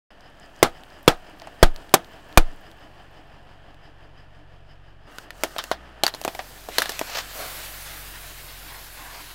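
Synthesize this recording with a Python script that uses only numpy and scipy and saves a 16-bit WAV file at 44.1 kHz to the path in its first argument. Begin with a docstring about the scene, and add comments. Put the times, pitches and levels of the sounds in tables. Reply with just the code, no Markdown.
"""A car tyre bursts five puffed-up foil pouches, each bang a pressure pulse that overloads the microphone.
In a second run it rolls onto three aerosol cans: rubber creaks, caps crack, steel walls buckle, and
the propellant hisses out in wandering jets that splash off the concrete. Foil and grit tick under the
tread. Behind it all the engine idles as the car creeps by, with two dabs of throttle to climb a can."""
import sys
import numpy as np
from scipy import signal
from scipy.fft import rfft, irfft, next_fast_len
from scipy.io import wavfile

SR = 44100
rng = np.random.default_rng(int(sys.argv[2]) if len(sys.argv) > 2 else 0)


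def master_out(mix):
    """Clip the mix to full scale and print it as 16-bit PCM to the path in sys.argv[1]."""
    frames = np.transpose(np.atleast_2d(mix))
    ceiling = np.clip(frames, -1, 1)
    pcm = np.round(ceiling * 32767).astype(np.int16)
    wavfile.write(sys.argv[1], SR, pcm)


N = 411894
TIME = np.arange(N) / SR
AGE = np.arange(SR // 2) / SR   # seconds since a hit
START_S, CAN_RUN_S = .105, 5.07   # the sound begins; the pouch run gives way to the can run


def from_db(db):
    return 10 ** (np.asarray(db) / 20)


def rms_one(x):
    return x / np.sqrt(np.mean(x ** 2) + 1e-20)


def curve(points):
    """A (time_s, value) curve at every sample."""
    return np.interp(TIME, *np.transpose(points))


def add(out, start_s, sound):
    at = int(start_s * SR)
    out[at:at + len(sound)] += sound[:N - at]


def noise(colour, size=N):
    """Noise at rms 1, shaped by (freq_hz, level_db) points and rolled off beyond them."""
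    hz, db = np.transpose(colour)
    padded = next_fast_len(size, real=True)
    freqs = np.maximum(np.fft.rfftfreq(padded, 1 / SR), 1)
    gain = from_db(np.interp(np.log(freqs), np.log(hz), db))
    roll_off = np.minimum(freqs / hz[0], 1) * np.minimum(hz[-1] / freqs, 1) ** 2
    return rms_one(irfft(rfft(rng.standard_normal(padded)) * gain * roll_off, padded)[:size])


def drift(per_s):
    """A random wander at rms 1 with about per_s turns a second."""
    return rms_one(np.interp(TIME * per_s, np.arange(4000), rng.standard_normal(4000)))


def resonate(x, hz, width_hz):
    """One resonance with a peak gain of 1."""
    r = np.exp(-np.pi * width_hz / SR)
    feedback = [1, -2 * r * np.cos(2 * np.pi * hz / SR), r * r]
    return signal.lfilter(np.array([1, 0, -1]) * (1 - r * r) / 2, feedback, x)


def noise_band(hz, width_hz):
    return rms_one(resonate(rng.standard_normal(N), hz, width_hz))


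def clicks(per_s, spread_db):
    """Random clicks of uneven size."""
    size = from_db(spread_db * np.minimum(rng.exponential(1, N), 4))
    return size * rng.choice([-1, 1], N) * (rng.random(N) < per_s / SR)


def fade(t60):
    return np.exp(-np.log(1000) * AGE / t60)


def ring(hz, t60):
    return np.sin(2 * np.pi * hz * AGE) * fade(t60)


def burst(colour, t60, tail_db, tail_t60):
    """A noise hit of set energy: a fast decay, then a tail of echoes from car and ground."""
    shape = fade(t60) + from_db(tail_db) * fade(tail_t60)
    return rms_one(noise(colour, size=len(AGE)) * shape) * np.sqrt(np.mean(shape ** 2))


def envelope(start_s, rise_s, hold_s, release_s):
    """Linear attack, hold, exponential release."""
    age = TIME - start_s
    return np.clip(age / rise_s, 0, 1) * np.exp(-np.maximum(age - rise_s - hold_s, 0) / release_s)


def swells(rows):
    """One gain curve from rows of envelope times and level_db."""
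    return sum(from_db(db) * envelope(*shape) for *shape, db in rows)


def passing(passes):
    """Pass-by gains, one row per run: they fall as one over distance, 3 dB down at span_s."""
    pouch_run, can_run = (from_db(db)[:, None] / np.hypot(1, (TIME - nearest_s) / span_s)
                          for nearest_s, span_s, *db in passes)
    return np.where(TIME < CAN_RUN_S, pouch_run, can_run)


# tailpipe pass-bys: nearest_s, span_s, harmonic_1_db, harmonic_2_db, harmonic_3_db, lope_db
TAILPIPE_PASSES = [(4.7, 1.5, -55, -56, -59, -54), (8.05, 0.9, -46.5, -59, -56, -59.5)]
# lope of uneven firing: multiple of the engine cycle, level_db
LOPE_PARTIALS = [(2, 4.5), (6, -10.5), (13, -16.5), (14, -16.5), (20, -24), (22, -21), (26, -14.5),
                 (27, -19)]
# dabs of throttle to climb the first can: start_s, rise_s, hold_s, release_s, boost_db
THROTTLE_DABS = [(5.27, .1, .06, 0.075, 6), (5.68, .08, 0.1, 0.038, 5.5)]
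def exhaust(firing, cycle):
    """A three-harmonic firing hum, boosted by throttle, and a lope; both swell as the tailpipe nears."""
    idle_db, idle_lope_db = -61, -58.5   # come through the body wherever the tailpipe is
    *harmonics, lope_gain = passing(TAILPIPE_PASSES)
    harmonics[0] = np.hypot(harmonics[0], from_db(idle_db))
    puffs = -sum(gain * from_db(.8 * drift(9.8)) * np.cos(k * firing)
                 for k, gain in enumerate(harmonics, 1))
    hum = puffs * (1 + .15 * np.cos(firing / 2))   # every other firing is stronger
    lope = sum(from_db(db) * np.sin(k * cycle) for k, db in LOPE_PARTIALS)
    lope *= np.hypot(lope_gain, from_db(idle_lope_db))
    throttle_db = sum(db * envelope(*shape) for *shape, db in THROTTLE_DABS)
    return np.sqrt(2) * (from_db(throttle_db) * hum + lope)


# engine bay pass-bys: nearest_s, span_s, level_db
BAY_PASS_BYS = [(1.75, 1.38, -47.5), (5.9, 2.44, -49)]
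# broad machinery whirr: freq_hz, level_db
WHIRR_COLOUR = [(35, -27), (60, -10), (144, -15.5), (190, -12.5), (289, -14), (539, -13), (633, -9),
                (1080, -16), (1750, -16.5), (2110, -24), (3050, -19.5), (3660, -38), (4950, -30),
                (5820, -43.5), (15000, -59.5)]
# engine bay resonances: pitch_hz, width_hz, level_db
BAY_MODES = [(300, 90, -19), (704, 93, -11), (1740, 100, -12.5), (3100, 560, -14.5)]
def engine_bay(firing, cycle):
    """A resonant whirr that throbs with the firings, and swells and knocks once per cycle."""
    modes = sum(from_db(db) * noise_band(hz, width_hz) for hz, width_hz, db in BAY_MODES)
    knock = from_db(-7 + 9 * (np.cos(cycle - 1.7) - 1)) * noise_band(298, width_hz=25)
    whirr = from_db(-1) * noise(WHIRR_COLOUR)
    throb_db = 1.7 * np.cos(cycle) + .9 * np.sin(firing) + .8 * np.sin(2 * firing)
    return passing(BAY_PASS_BYS)[0] * from_db(throb_db) * (whirr + modes + knock)


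def squeak(cycle):
    """One chirp per engine cycle, left behind as the car moves on."""
    level_db, fade_db_per_s = -57, 2
    tone = .6 * rms_one(resonate(noise_band(4980, width_hz=400), 4980, width_hz=400))
    tone += from_db(-4) * noise_band(3030, width_hz=60)
    tone += from_db(-1) * noise_band(1790, width_hz=140)
    pulsing_db = 15 * (np.cos(cycle) - 1) + 2.5 * drift(45) + 2.5 * drift(6)
    return from_db(level_db - fade_db_per_s * TIME + pulsing_db) * tone


# engine speed: time_s, firing_hz
ENGINE_SPEED = [(0, 46.7), (5.05, 46.7), (5.25, 41.5), (5.45, 46), (5.62, 48), (5.75, 61), (5.92, 60),
                (6.12, 45.5), (7, 46.2), (7.95, 47), (8.25, 43.3), (9.34, 44)]
def engine():
    """The idling bed: bay, squeak and exhaust, locked to the firing phase of the cylinders."""
    cylinders, cycle_start_s = 8, .088
    firing = 2 * np.pi * np.cumsum(curve(ENGINE_SPEED)) / SR
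    cycle = (firing - np.interp(cycle_start_s, TIME, firing)) / cylinders
    return engine_bay(firing, cycle) + squeak(cycle) + exhaust(firing, cycle)


def squeeze(grip_s=.28, let_go_s=.55):
    """How hard the tyre works the foil: it builds towards each bang and dies away after it."""
    grips = [np.exp(np.minimum((TIME - s) / grip_s, (s - TIME) / let_go_s)) for s, *_ in POUCH_BANGS]
    return np.linalg.norm(grips, axis=0)


# foil and grit under the tread: start_s, level_db, pitch_hz, relative_thud_db
TREAD_TICKS = [(0.208, -38, 4960, -25), (.399, -38, 7600, -27), (.461, -44, 7540, -25),
               (.563, -39, 6000, -21), (.592, -42, 8300, -30), (0.836, -28.5, 3330, -32),
               (.903, -37, 4500, -25), (1.030, -37.5, 12900, -32), (1.399, -29, 4530, -12),
               (1.419, -29, 4370, -2), (1.472, -35.5, 8640, 9.5), (1.762, -22.5, 4250, -25),
               (1.894, -31, 3400, -25.5), (2.046, -29, 3600, -14), (2.327, -29.5, 3600, -33.5),
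               (2.715, -33, 3500, -24), (3.745, -39, 3100, -24)]
def tread_ticks():
    """Tiny pitched snaps of foil and grit, over the fine crinkle of squeezed pouches."""
    out = np.zeros(N)
    for start_s, db, hz, thud_db in TREAD_TICKS:
        snap = from_db(-24.5) * burst(SNAP_COLOUR, t60=.0081, tail_db=-9, tail_t60=.04)
        ping = from_db(2) * ring(hz, t60=.0018)
        thud = from_db(thud_db - 5.5) * burst(HOLLOW_COLOUR, t60=.04, tail_db=-22.5, tail_t60=.1)
        add(out, start_s, from_db(db) * (snap + ping + thud))
    crinkle = sum(resonate(clicks(per_s=20, spread_db=3.5), hz, width_hz=1500)
                  for hz in np.geomspace(3500, 13000, 6))
    return out + from_db(-70) * squeeze() * rms_one(crinkle)


# rubber creaking on the first can: start_s, rise_s, hold_s, release_s, level_db
CREAK_SWELLS = [(5.07, .02, 0.11, .02, -52), (5.36, .09, 0.23, 0.35, -50.5)]
# resonances of the rubbed can: pitch_hz, width_hz, level_db
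CAN_MODES = [(1275, 100, 2), (1500, 110, 1), (1800, 110, -4), (2740, 130, -5.5), (4150, 300, -32.5)]
def rubber_creak():
    """Rubber slips in tiny jerks over steel and sets the can ringing."""
    slips = clicks(per_s=1800, spread_db=1.5)
    body = sum(from_db(db) * rms_one(resonate(slips, hz, width_hz)) for hz, width_hz, db in CAN_MODES)
    return swells(CREAK_SWELLS) * rms_one(body)


def turbulence(jet, depth_db, per_s, bands):
    """Narrow bands of a jet swell and sink independently; its overall level is kept."""
    padded = next_fast_len(N, real=True)
    spectrum = rfft(jet, padded)
    band = (np.sqrt(np.linspace(0, 1, len(spectrum))) * bands).astype(int)
    out = sum(irfft(spectrum * (band == k), padded)[:N] * from_db(depth_db * drift(per_s))
              for k in range(bands))
    return rms_one(out) * np.std(jet)


# leaks before a valve breaks: start_s, rise_s, hold_s, release_s, level_db
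PINHOLE_LEAKS = [(5.08, .1, 0.054, .02, -56.5), (5.31, .13, .29, .015, -51.5), (5.98, .45, 0.24, .25, -54)]
# thin, bright fizz: freq_hz, level_db
FIZZ_COLOUR = [(2000, -22), (4500, 2.5), (6000, -0.5), (8200, 0), (10500, -6.5), (12000, -5.5), (16000, -6)]
def pinhole_fizz():
    """Gas fizzes through pinholes in the cans, and faintly from the squeezed pouches."""
    gain = swells(PINHOLE_LEAKS) + from_db(-65) * squeeze()
    return gain * from_db(1.2 * drift(150)) * noise(FIZZ_COLOUR)


# a jet sweeps over the concrete: start_s, rise_s, hold_s, release_s, level_db
SPLASH_SWEEPS = [(6.68, .07, .15, .25, -53.5), (7.32, .07, .03, 0.07, -38), (8.1, .06, 0.062, .1, -51.5),
                 (8.64, .06, .05, .05, -48.5), (8.93, .08, .14, .06, -46)]
# midrange splash of gas: freq_hz, level_db
SPLASH_COLOUR = [(120, -6.5), (300, -7), (550, 4), (750, 6.5), (900, -10.5), (1050, 1.5), (1500, -5),
                 (2200, -11), (4000, -28)]
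# the splash rises as the cans roll round: time_s, pitch_ratio
SPLASH_BEND = [(0, 1), (7.6, 1), (8.3, 1.45), (9.34, 1.5)]
def concrete_splash(rush_gain):
    """Gas strikes the concrete: a steady share of the rush, plus passing sweeps."""
    position = np.cumsum(curve(SPLASH_BEND))
    rising = np.interp(position, np.arange(2 * N), noise(SPLASH_COLOUR, size=2 * N))
    return np.hypot(swells(SPLASH_SWEEPS), from_db(-13.5) * rush_gain) * rising


# one jet per broken valve: start_s, rise_s, rush_db, hiss_db, slope_db_per_s
VALVE_JETS = [(6.05, 0.17, -51.5, -53, 1.5), (6.68, 0.069, -38.5, -46, -5.5), (7.309, 0.052, -42, -39, -8)]
# the third can gushes as its valve gives way, then spurts: start_s, rise_s, hold_s, release_s, level_db
VALVE_GUSHES = [(7.04, .13, 0.034, 0.0066, -31.5), (7.55, .04, .07, .05, -45.5), (7.83, .04, .08, .05, -46),
                (9.09, .05, .02, .035, -46)]
# broad rush, rough gush and airy nozzle hiss: freq_hz, level_db
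RUSH_COLOUR = [(300, -13), (900, -8), (1500, -1), (2200, -3), (3300, -4.5), (4400, -4.5), (6000, -10.5),
               (8000, -11), (12000, -23)]
GUSH_COLOUR = [(200, -18.5), (450, -7.5), (750, 3), (1300, -1.5), (2700, -2), (3150, -4.5), (3700, -5.5),
               (4600, -1.5), (6300, -6), (7500, -14.5), (11000, -22), (14000, -13.5), (16000, -19.5)]
HISS_COLOUR = [(2500, -21), (6000, -4.5), (8000, -3.5), (11000, 2.5), (13500, 3.5), (16000, -0.5)]
def propellant_jets():
    """Gas leaks, then hisses from the broken valves, rushes outward and strikes the concrete."""
    jets = [from_db([[rush_db], [hiss_db]]) * np.clip((TIME - s) / rise_s, 0, 1)
            * from_db(slope * (TIME - s)) for s, rise_s, rush_db, hiss_db, slope in VALVE_JETS]
    rush_gain, hiss_gain = np.linalg.norm(jets, axis=0)
    sputter = drift(45)
    fizz = pinhole_fizz()
    splash = from_db(1.8 * sputter) * concrete_splash(rush_gain)
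    thrown_up = from_db(-2.5) * swells(SPLASH_SWEEPS)   # each sweep adds to the rush
    rush = np.hypot(rush_gain, thrown_up) * from_db(.88 * sputter) * noise(RUSH_COLOUR)
    gush = swells(VALVE_GUSHES) * from_db(3.4 * drift(180)) * noise(GUSH_COLOUR)
    hiss = hiss_gain * from_db(.5 * drift(60)) * noise(HISS_COLOUR)
    return turbulence(fizz + splash + rush + gush + hiss, depth_db=1.3, per_s=16, bands=44)


# the tyre drops as a can flattens: start_s, level_db
TYRE_DROPS = [(5.436, -24.5), (6.036, -24), (6.249, -24), (6.279, -29.5), (6.688, -31.5), (6.784, -22.5),
              (6.893, -28.5), (7.013, -30)]
# dull rubber body: freq_hz, level_db
RUBBER_COLOUR = [(70, -60), (150, -13), (230, -9.5), (380, 2), (520, -5), (900, -13)]
def tyre_thumps():
    """The quickly damped thud of the tyre carcass."""
    out = np.zeros(N)
    for start_s, db in TYRE_DROPS:
        add(out, start_s, from_db(db) * burst(RUBBER_COLOUR, t60=.046, tail_db=-26, tail_t60=.42))
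    return out


# cans buckling and caps cracking: start_s, wall_pitch_hz, wall_db, knock_db, snap_db, relative_tail_db
CAN_CRACKS = [(5.184, 1510, -27.5, -47, -38, -27), (5.305, 1810, -29.5, -48, -43, -18),
              (5.435, 2140, -20, -17.5, -21.5, -10), (5.563, 1440, -34.5, -31.5, -65, -10),
              (5.583, 3680, -23.5, -34, -28, -15), (5.588, 1200, -23, -35, -40, -3),
              (5.639, 2680, -33, -35.5, -35, -10), (5.714, 1020, -23, -20.5, -36, -5),
              (6.035, 4100, -10.5, -15.5, -17.5, -11), (6.065, 4560, -12, -32.5, -19.5, -20),
              (6.078, 1660, -23.5, -37, -30.5, -6), (6.139, 4050, -29, -32, -43, -31),
              (6.147, 4300, -34, -39, -38.5, -7), (6.214, 2710, -36.5, -36, -32, -24),
              (6.238, 3900, -37, -43, -41, -12), (6.2486, 1150, -28, -18.5, -25.5, -14.5),
              (6.278, 2520, -26.5, -22.5, -35, -8), (6.349, 2300, -36, -34, -41, -7.5),
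              (6.391, 1500, -38.5, -31, -59, 2.5), (6.687, 1350, -42, -34.5, -46, -4.5),
              (6.783, 4280, -11.5, -27, -18, -9), (6.803, 3150, -46, -32, -31, -8),
              (6.819, 1670, -17.5, -28, -26.5, -6), (6.857, 1710, -26, -39, -35, -8.5),
              (6.893, 1790, -30, -36.5, -32.5, -1), (6.919, 3550, -35, -37, -33, -12),
              (6.992, 2560, -24, -31, -24, -16), (7.013, 1200, -27, -19.5, -36, -23)]
# the hollow between tyre and ground, crumpling steel and a crisp snap: freq_hz, level_db
HOLLOW_COLOUR = [(80, -75.5), (220, -14.5), (450, -9), (660, 10.5), (850, 5.5), (1200, -6.5), (2000, -4)]
STEEL_COLOUR = [(600, 0), (1200, 4), (1700, 5), (2400, -3.5), (3200, 4.5), (4400, 0.5), (6000, -9),
                (9000, -37)]
SNAP_COLOUR = [(2500, -27.5), (5000, -2), (6500, -1), (9000, -5.5), (13000, -4), (16000, -13.5)]
def can_cracks():
    """A wall gives way: a sharp snap, a ring choked by rubber, a knock from the hollow under the tyre."""
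    out = np.zeros(N)
    hollows_hz = 681 * np.exp(.03 * rng.standard_normal(len(CAN_CRACKS)))
    for (start_s, wall_hz, wall_db, knock_db, snap_db, tail_db), hollow_hz in zip(CAN_CRACKS, hollows_hz):
        knock = burst(HOLLOW_COLOUR, t60=.021, tail_db=tail_db, tail_t60=.1)
        knock += from_db(6) * ring(hollow_hz, t60=.019)
        wall = burst(STEEL_COLOUR, t60=.0095, tail_db=tail_db + .5, tail_t60=.1)
        wall += from_db(4) * ring(wall_hz, t60=.016)
        snap = from_db(4.5) * burst(SNAP_COLOUR, t60=.0073, tail_db=tail_db, tail_t60=.064)
        snap += from_db(2) * ring(hz=4000, t60=.003)   # the instant of fracture
        crack = from_db(knock_db) * knock + from_db(wall_db) * wall + from_db(snap_db) * snap
        add(out, start_s + .0006, crack)
    return out


def air_gust(push_s=.0031, sway_hz=15.3, damping=.26):
    """A puff of air shoves the microphone, whose bass roll-off swings slowly back."""
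    push = -AGE / push_s * np.exp(1 - AGE / push_s)
    omega = 2 * np.pi * sway_hz
    return signal.lfilter(*signal.bilinear([1, 0, 0], [1, 2 * damping * omega, omega ** 2], SR), push)


# bursting pouches: start_s, blast_db, pulse_ms, rip_db, echo_db, gust_db, wrapper_pitch_hz, wrapper_db
POUCH_BANGS = [(0.628, 4.5, 1.32, -7, -10.5, -22, 1930, -11), (1.0784, 9.5, 1.474, -12, -11, -16, 3377, -6),
               (1.6283, 10.5, 1.48, -10.5, -16, 1, 4380, -14),
               (1.9399, 6.5, 1.193, -1.5, -16, -44, 3850, -18.5),
               (2.3741, 10, 0.87, -4.5, -16.5, 1, 2420, 3)]
# body of the bang: freq_hz, level_db
BANG_COLOUR = [(60, -15.5), (150, 0.5), (240, -2), (330, 4.5), (400, -4.5), (800, 1.5), (1050, -9),
               (1350, -1), (1900, -14), (2500, -14.5), (3500, -12), (6000, -21.5), (10000, -26.5),
               (16000, -36)]
# ringing under the car: pitch_hz, level_db, t60_s
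UNDERBODY_MODES = [(340, -5.5, 0.16), (484, -7, 0.17), (703, -11, 0.19), (926, -5.5, 0.037),
                   (1248, -6, 0.16), (1431, -14.5, 0.074), (2420, -15, 0.093)]
def pouch_bangs():
    """A pressure pulse, ripping foil, scatter between tyre and ground, ringing under the car, a gust."""
    out = np.zeros(N)
    for start_s, blast_db, pulse_ms, rip_db, echo_db, gust_db, wrapper_hz, wrapper_db in POUCH_BANGS:
        progress = AGE * 1000 / pulse_ms
        pulse = -from_db(8) * np.sin(2 * np.pi * progress) * (progress < 1)
        scatter = from_db(-5.5) * burst(BANG_COLOUR, t60=.029, tail_db=-25, tail_t60=.1)
        rip = from_db(rip_db + 2) * burst(SNAP_COLOUR, t60=.024, tail_db=-30.5, tail_t60=.052)
        wrapper = from_db(wrapper_db) * ring(wrapper_hz, t60=.026)
        attack = from_db(blast_db) * (pulse + scatter) + rip + wrapper
        echoes = burst(BANG_COLOUR, t60=.11, tail_db=-38, tail_t60=.4)
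        modes = sum(from_db(db - 7) * (-1) ** k * ring(hz, t60)
                    for k, (hz, db, t60) in enumerate(UNDERBODY_MODES))
        hollow = from_db(-2.5) * burst(HOLLOW_COLOUR, t60=.12, tail_db=-39.5, tail_t60=.3)
        build_up = 1 - np.exp(-AGE / .0054)
        tail = from_db(echo_db) * build_up * (echoes + modes + hollow)
        add(out, start_s, attack + tail + from_db(gust_db) * air_gust())
    return out


def scene():
    """Everything at one microphone close to the wheel."""
    low_cut = signal.butter(2, 168, "high", fs=SR, output="sos")   # cracks and thumps are kept clear of deep bass
    crushing = signal.sosfilt(low_cut, can_cracks() + tyre_thumps() + 1e-18)
    mix = pouch_bangs() + tread_ticks() + crushing + rubber_creak() + engine() + propellant_jets()
    return (mix * (TIME > START_S))[None, :]


def record(dry):
    """The bangs flatten against full scale, and a steep low-pass trims the top."""
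    cutoff_hz = 15750
    clipped = .97 * dry / (1 + dry ** 8) ** (1 / 8)
    return signal.sosfilt(signal.ellip(10, .1, 70, cutoff_hz, fs=SR, output="sos"), clipped)


dry = scene()
out = record(dry)
master_out(out)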